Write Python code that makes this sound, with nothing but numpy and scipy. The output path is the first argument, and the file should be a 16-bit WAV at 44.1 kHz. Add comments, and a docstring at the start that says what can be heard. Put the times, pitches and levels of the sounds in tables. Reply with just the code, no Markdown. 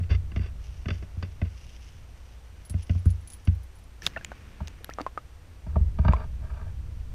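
"""A camera in a sealed housing is carried over a grassy bank, past a dog, and dipped into a pond.
From the start, jolts boom in the mount and rattle the plastic shell, the grip rubs and low trembling goes on.
Grass crackles along the bank, then the dog's collar tags tinkle as a few fast-dying high tones.
Water snaps, gulps and fizzes as it closes over the shell: short rings, gliding tones and filtered tiny clicks.
Below the surface there are dull thuds and, near the end, a stronger low rumble; hiss and a whine run throughout."""
import sys
import numpy as np
from scipy import signal
from scipy.fft import rfft, irfft
from scipy.io import wavfile
from scipy.ndimage import uniform_filter1d

SR = 44100
rng = np.random.default_rng(int(sys.argv[2]) if len(sys.argv) > 2 else 0)


def put_to_file(sound):
    """Save the sound as 16-bit audio at rate SR, in the file named by the first command-line argument."""
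    columns = np.atleast_2d(sound).T  # one column per channel
    safe = np.clip(columns, -1, 1)
    whole_steps = np.round(safe * 32767)
    wavfile.write(sys.argv[1], SR, whole_steps.astype(np.int16))


N = 314874
TIME = np.arange(N) / SR  # s
SUBMERGED_S = 4.0  # sounds that start after this use the shell and mount loaded by water


def amp(db):
    """Turns decibels into a gain."""
    return 10 ** (np.asarray(db) / 20)


def unit_rms(x):
    """Scales a sound to an rms (average strength) of 1."""
    return x / np.sqrt(np.mean(x ** 2) + 1e-20)


def unit_peak(x):
    """Scales a sound to a peak of 1."""
    return x / (abs(x).max() + 1e-20)


def add(mix, start, sound):
    """Mixes a sound in at a start time in seconds, cut off where the mix ends."""
    part = mix[round(start * SR):][:len(sound)]
    part += sound[:len(part)]


def fade(t, t60):
    """Dies away smoothly, 60 dB down after t60 seconds."""
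    return np.exp(-np.log(1000) * t / t60)


def swell(start, end, attack, release):
    """Loudness that rises from start over attack, holds until end and falls 60 dB in release (all s)."""
    rise = np.clip((TIME - start) / attack, 0, 1)
    return rise * fade(np.maximum(TIME - end, 0), release)


def flutter(depth_db, size):
    """A random gain that wanders over about size samples."""
    smooth = uniform_filter1d(rng.standard_normal(N), size)
    smooth = uniform_filter1d(smooth, size)
    return amp(depth_db * unit_rms(smooth))


def grains(per_s, spread_db):
    """Random tiny clicks of uneven size, scaled to rms 1."""
    size = amp(spread_db * np.minimum(rng.exponential(1, N), 4))
    happens = rng.random(N) < per_s / SR
    return unit_rms(size * rng.choice([-1, 1], N) * happens)


def colour(x, points):
    """Filters a sound to a tone colour given as (f/Hz, level/dB) points, then scales it to rms 1."""
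    hz, db = np.transpose(points)
    f = np.fft.rfftfreq(len(x), 1 / SR)
    gain = amp(np.interp(np.log(f + 1), np.log(hz + 1), db))
    return unit_rms(irfft(rfft(x) * gain, len(x)))


def resonate(x, hz, width):
    """A resonance of about gain 1: shifts its pitch down to zero, smooths, and shifts back up."""
    turn = np.exp(2j * np.pi * hz * np.arange(len(x)) / SR)
    r = np.exp(-np.pi * width / SR)
    smoothed = signal.lfilter([1 - r], [1, -r], x / turn + 1e-18)
    return 2 * (turn * smoothed).real


def muffle(x, hz, order=4):
    """Takes away the sound above a frequency (low-pass)."""
    return signal.sosfilt(signal.butter(order, hz, fs=SR, output="sos"), x)


def jolts():
    """A soft push sets the mount booming, while the shell clacks and chatters briefly in its seat."""
    # jolts of the housing: [t/s, boom peak level/dB, rattle peak level/dB, rattle brightness f/Hz]
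    jolt_list = [(.003, -21.5, -44, 1500), (.104, -13.5, -49, 4500), (0.138, -23.5, -54, 3500),
                 (.317, -32.5, -37.5, 2520), (.3605, -19, -29.5, 4800), (.392, -22, -35.5, 2500),
                 (.857, -20.5, -30.5, 2800), (.884, -25, -26.5, 3750), (.904, -20, -24.5, 3970),
                 (1.025, -32.5, -36.5, 2460), (1.167, -25, -48, 1000), (1.226, -25, -31, 4260),
                 (1.416, -16, -29, 2180), (2.698, -26, -48, 1500), (2.74, -16.5, -37, 1590),
                 (2.895, -13.5, -29, 3400), (2.951, -19, -42, 890), (3.056, -8.5, -34, 694),
                 (3.473, -10, -31, 3800), (4.604, -23, -31.5, 1500), (5.664, -24.5, -40, 800),
                 (5.757, -13, -25, 800), (5.802, -13, -56, 905), (5.987, -12.5, -28, 3100),
                 (6.048, -11.5, -21.5, 2520), (6.081, -7, -18, 2480)]
    # the mount's ways of vibrating in air: [f/Hz, relative level/dB, 60 dB decay t/s]
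    mount_modes = [(63.35, -3.5, 0.38), (88.77, 5, 0.27), (125.7, 8, 0.032), (169.2, 1, 0.12),
                   (228, -3, 0.12), (319, -11, 0.11), (457.4, -19.5, 0.27), (630, -11, 0.085)]
    # a push lasts longer the more its boom outweighs its rattle
    push_s, push_doubles_db = 0.0003, 10.5
    water_load = .87  # clinging water lowers the mount's pitch by this factor
    t, out = TIME[:SR // 3], np.zeros(N)
    for start, boom_db, rattle_db, top_hz in jolt_list:
        load = 1 if start < SUBMERGED_S else water_load
        mount = np.zeros(len(t))
        for k, (hz, db, t60) in enumerate(mount_modes):
            # neighbouring modes start in opposite directions, so the boom swells and beats
            mount += (-1) ** k * amp(db) * np.sin(2 * np.pi * load * hz * t) * fade(t, t60)
        push = push_s * 2 ** ((boom_db - rattle_db) / push_doubles_db)
        force = t * np.exp(-t / max(push, 1e-4))
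        boom = unit_peak(signal.fftconvolve(mount, force)[:len(t)])

        clack = amp(10.5) * (t == 0)  # the first contact drives all resonances alike
        chatter = rng.standard_normal(len(t)) * (fade(t, 0.022) + amp(-23.0) * fade(t, 0.29))
        rattle = unit_peak(shell(clack + chatter, start, top_hz))
        add(out, start, amp(boom_db) * boom + amp(rattle_db) * rattle)
    return out


def shell(x, start, top_hz):
    """Rings the plastic shell, in air or loaded by water; a low top_hz leaves only its low resonances."""
    # the shell's resonances in air: [f/Hz, width of each of two passes f/Hz, level/dB]
    in_air = [(363, 290, 3.5), (571, 75, 4), (644, 85, 0.5), (1187, 570, -2.5), (1493, 125, 1.5),
              (1748, 114, 0.5), (2010, 370, 2), (2565, 310, 0), (2710, 290, -1.5), (3476, 130, -2),
              (4700, 300, -3), (5480, 930, -9.5)]
    # the shell's resonances loaded by water: [f/Hz, width of each of two passes f/Hz, level/dB]
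    in_water = [(221, 43, 9.5), (415, 73, 2.5), (634, 104, 6.5), (945, 134, 4.5), (1165, 370, 1.5),
                (1535, 170, 0), (2330, 200, -6), (2730, 250, -10.5), (3500, 490, -14.5), (4640, 210, -7.5),
                (5830, 280, -16.5)]
    ring = np.zeros(len(x))
    for hz, width, db in in_air if start < SUBMERGED_S else in_water:
        ring += amp(db) * resonate(resonate(x, hz, width), hz, width)
    return muffle(ring, top_hz, order=2)


def snaps():
    """Films of water burst at the seams: one sharp ring and a short spray."""
    # water snapping on the shell: [t/s, ring peak level/dB, ring f/Hz, spray level against the ring/dB]
    snap_list = [(4.021, -35.5, 5640, -1), (4.0654, -6.5, 3615, -3), (4.0673, -21, 2410, 3),
                 (4.073, -32.5, 3350, 13), (4.247, -27, 6970, -2), (4.248, -26, 2490, 1),
                 (4.674, -45.5, 4960, 14.5), (4.681, -38.5, 6500, 7), (4.845, -31, 11340, 5.5),
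                 (4.899, -50, 12600, 16), (4.937, -35.5, 5730, -2), (5.015, -35, 4570, 4.5),
                 (6.125, -33.5, 2480, -7), (6.133, -48.5, 7200, -10)]
    # tone colour of the spray: [f/Hz, relative level per Hz/dB]
    spray_colour = [(300, 1.5), (1000, -0.5), (2000, 3.5), (4000, 2), (6500, -5.5), (8000, -14),
                    (11000, -18.5), (15000, -23)]
    snap_t60 = 0.0068  # s
    t, out = TIME[:SR // 10], np.zeros(N)
    for start, db, hz, spray_db in snap_list:
        ring = np.sin(2 * np.pi * hz * t) * fade(t, snap_t60) * (1 - np.exp(-t / 0.00013))
        spray = colour(rng.standard_normal(len(t)), spray_colour)
        spray *= fade(t, snap_t60) + amp(-35) * fade(t, 0.017)
        add(out, start, amp(db) * (unit_peak(ring) + amp(spray_db) * unit_peak(spray)))
    return out


def bubbles():
    """Water slaps the shell with a hollow tok and traps air, which rings with a gliding pitch."""
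    # bubbles pinching off at the shell:
    # [t/s, ring level before its fades/dB, starting f/Hz, rise/octaves per s, slap level against the ring/dB]
    bubble_list = [(4.021, -34.5, 1740, 8, -16), (4.163, -23, 1766, 4, -14), (4.166, -28, 656, 4, -24),
                   (4.170, -27.5, 1414, 8, -6), (4.174, -32, 2640, 8, 1), (4.211, -38, 1630, 3, -6),
                   (4.318, -34.5, 1500, -2, 7.5), (4.808, -43, 460, 5, -10), (4.893, -33, 1280, 7, 4.5),
                   (4.909, -37, 1670, 41, -20), (4.986, -26.5, 1170, 4, 5), (4.999, -29, 1250, -2, 1),
                   (5.007, -26, 277, 6, 4.5), (5.065, -20.5, 1044, 2, -1.5), (5.176, -21, 1230, 2, -4),
                   (5.7655, -21, 630, 4.5, -15), (6.135, -17, 1010, 8, -2.5), (6.165, -37, 2270, -4, -25)]
    # ring time at this pitch; smaller, higher bubbles die sooner by this power
    ring_s, ring_hz, damping = 0.03, 1200, 0.34
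    free_rise = 61  # octaves per s: a bubble racing up this fast has left the shell and rings twice as long
    t, out = TIME[:SR // 10], np.zeros(N)
    tok = unit_peak(resonate(t == 0, hz=640, width=550) * (1 - np.exp(-t / 0.001)))
    for start, db, hz, rise, slap_db in bubble_list:
        t60 = ring_s * (ring_hz / hz) ** damping * (1 + rise / free_rise)
        pitch = hz * 2 ** np.minimum(rise * t, 1)  # climbs one octave at most
        ring = np.sin(2 * np.pi * np.cumsum(pitch) / SR)
        ring *= fade(t, t60) * (1 - np.exp(-t / 0.00023))
        slosh = unit_rms(muffle(rng.standard_normal(len(t)), hz=1500, order=2)) * fade(t, 0.069)
        slap = tok + amp(-18) * slosh
        add(out, start, amp(db) * (ring + amp(slap_db) * slap))
    return out


def wash():
    """Fine fizz along the shell, bright as the water closes over it and dull below the surface."""
    # tone colour of the fizz: [f/Hz, relative level per Hz/dB]
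    fizz_colour = [(200, 7), (800, -14), (1300, -5), (1900, -2.5), (2700, -0.5), (4000, -8.5), (6000, -4.5),
                   (8000, -17), (15000, -21)]
    touch_s, plunge_s, plunge_db = 4.016, 4.06, -41  # water climbs the shell, then closes over it
    fizz_db, fizz_t60, fizz_end_s = -51, 6, 5.05  # trapped air fizzes away
    fizz = colour(grains(per_s=2700, spread_db=3.0), fizz_colour)
    climb = fade(np.maximum(plunge_s - TIME, 0), 0.3)  # a fade run backwards
    plunge = climb * swell(touch_s, plunge_s, attack=.005, release=0.11)
    sunk = swell(plunge_s, plunge_s, attack=0.015, release=fizz_t60)
    sunk *= fade(np.maximum(TIME - fizz_end_s, 0), 0.42)
    dull = unit_rms(muffle(fizz, hz=2684, order=5)) + amp(-11) * fizz
    return amp(plunge_db) * plunge * fizz + amp(fizz_db) * sunk * dull


def rubs():
    """The grip sticks and slips in fast tiny jerks that ring the shell."""
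    # the grip slipping on the shell: [start t/s, end t/s, rms level before the pressure shape/dB]
    rub_list = [(0.022, .05, -55), (.089, .172, -39), (0.361, .383, -44.5), (0.39, 0.502, -49.5),
                (.897, 0.973, -56), (1.223, 1.269, -51), (1.439, 1.495, -56), (5.666, 5.79, -58),
                (6, 6.291, -42.5), (6.379, 6.75, -51)]
    air_hz, water_hz = 4600, 2700  # brightness of a rub in air and under water
    ease_db = -3.5  # the grip eases off by this much over a stroke
    slips = grains(per_s=4000, spread_db=3.0) * flutter(depth_db=3.0, size=250)
    out = np.zeros(N)
    for start, end, db in rub_list:
        top_hz = air_hz if start < SUBMERGED_S else water_hz
        stroke = slips[int(start * SR):][:int((end - start) * SR)]
        pressure = signal.windows.tukey(len(stroke), .5) * amp(np.linspace(0, ease_db, len(stroke)))
        add(out, start, amp(db) * pressure * unit_rms(shell(stroke, start, top_hz)))
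    return out


def tags():
    """Small metal tags clink and skitter on each other; mostly their high ring gets through."""
    # the dog's collar tags jingling: [t/s, ring peak level/dB, 60 dB settling of the bounces t/s]
    hit_list = [(2.651, -46.5, 0.037), (2.697, -33.5, 0.062), (2.822, -48, 0.11), (3.056, -43.5, 0.068),
                (3.1034, -41.5, 0.046), (3.274, -39.5, 0.016), (3.3012, -36.5, .08), (3.32, -43, .07),
                (3.334, -38, 0.032), (3.4507, -48.5, .03), (3.7863, -51.5, .02)]
    # the tags' ringing tones: [f/Hz, relative level/dB, 60 dB decay t/s]
    tag_modes = [(8600, -4, 0.053), (9200, -3, .03), (9920, 3, 0.044), (10050, 6, 0.05), (10060, 0, 0.07),
                 (10500, -17, .04), (11300, -12, 0.036), (14000, -5, .08)]
    # tone colour of the contact noise: [f/Hz, relative level per Hz/dB]
    clink_colour = [(1000, -16), (2500, 3), (5000, 8), (7200, 6.5), (11000, -28), (15000, -14)]
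    clink_db = -5.5  # contact noise against the ring
    ticks_per_s, tick_db = 9, -55  # while the dog is near, its tags also touch faintly by chance
    t, out = TIME[:SR // 4], np.zeros(N)
    modes = np.array([amp(db) * np.sin(2 * np.pi * hz * t) * fade(t, t60) for hz, db, t60 in tag_modes])
    tick_times = np.arange(2.9, 3.9, 1 / ticks_per_s)  # s
    tick_times = tick_times + rng.random(len(tick_times)) / ticks_per_s
    ticks = [(start, tick_db, .03) for start in tick_times]
    for start, db, settle in list(hit_list) + ticks:
        skitter = rng.standard_normal(len(t)) * (rng.random(len(t)) < 450 / SR)  # about 450 bounces per s
        bounces = (t == 0) + skitter * fade(t, settle)
        spot = amp(6.3 * rng.standard_normal(len(modes)))  # each contact point favours other modes
        ring = signal.fftconvolve(bounces, spot @ modes)[:len(t)]
        clink = colour(rng.standard_normal(len(t)), clink_colour) * fade(t, 0.054)
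        add(out, start, amp(db) * (unit_peak(ring) + amp(clink_db) * unit_peak(clink)))
    return out


def grass():
    """Blades brush and snap in clumps of fine crackle, heard through the shell."""
    # strides brushing through the grass: [start t/s, end t/s, level/dB]
    stride_list = [(0.592, 0.77, -61.5), (0.894, 0.983, -61), (1.477, 1.9, -61.5), (2.765, 2.98, -61)]
    # tone colour of the grass: [f/Hz, relative level per Hz/dB]
    grass_colour = [(800, -38), (1800, -2.5), (2900, 6.5), (4000, -6), (4900, 0), (5900, 3.5), (6600, -4),
                    (7600, -20), (11000, -12), (15000, -53)]
    attack, release = 0.029, 0.41  # s: the blades bend, then spring back
    crackle = grains(per_s=2500, spread_db=4.0) * flutter(depth_db=2.5, size=700)
    strides = sum(amp(db) * swell(start, end, attack, release) for start, end, db in stride_list)
    bank = amp(-70.5) * swell(0.54, 3.6, attack, release)  # faint rustle all the way down the bank
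    return np.hypot(strides, bank) * colour(crackle, grass_colour)


def rumble():
    """Constant small pushes keep the mount's low modes stirring."""
    # tone colour of the trembling: [f/Hz, relative level per Hz/dB]
    tremble_colour = [(12, -9), (25, -0.5), (38, -11), (50, 0), (60, 4.5), (72, -7), (87, -0.5),
                      (105, -15.5), (140, -15), (190, -28.5), (220, -29), (300, -38.5), (600, -46),
                      (2000, -82)]
    stir = colour(rng.standard_normal(N), tremble_colour)
    steadied = stir / np.sqrt(uniform_filter1d(stir ** 2, size=6000) + 1e-6)  # evens out the level
    # walking dies down to a steady hand, then the housing rests against the pond bed
    hand, walk = amp(-46.5), amp(-33) * fade(TIME, 4.9)
    bed = amp(-32) * swell(5.62, 5.62, attack=0.11, release=15)
    return (hand + walk + bed) * steadied


def electronics():
    """Microphone hiss, made of filtered noise, and a thin steady whine of pure tones."""
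    # tone colour of the hiss: [f/Hz, relative level per Hz/dB]
    hiss_colour = [(120, -29), (200, -0.5), (231, -5), (392, -7.5), (454, -7), (564, -8.5), (1210, -12),
                   (2600, -15.5), (3680, -19.5), (8500, -26), (9310, -29.5), (14700, -34.5), (15500, -37)]
    # whine of the camera's electronics: [f/Hz, rms level/dB]
    whine_tones = [(5850, -80.5), (8781, -79.5), (11718, -81.5), (14625, -88.5)]
    hiss = amp(-59.5) * colour(rng.standard_normal(N), hiss_colour)
    whine = sum(amp(db) * np.sqrt(2) * np.sin(2 * np.pi * hz * TIME) for hz, db in whine_tones)
    return hiss + whine


def scene():
    """Everything reaches one microphone inside the housing, so the sounds simply add up."""
    water = snaps() + bubbles() + wash()
    return (jolts() + water + rubs() + tags() + grass() + rumble() + electronics())[None]


def record(dry):
    """The recorder's band limit: a steep low-pass at 15600 Hz."""
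    band_limit = signal.firwin(255, 15600, window=("kaiser", 8), fs=SR)
    return signal.oaconvolve(dry, band_limit[None], "same")


dry = scene()
out = record(dry)
put_to_file(out)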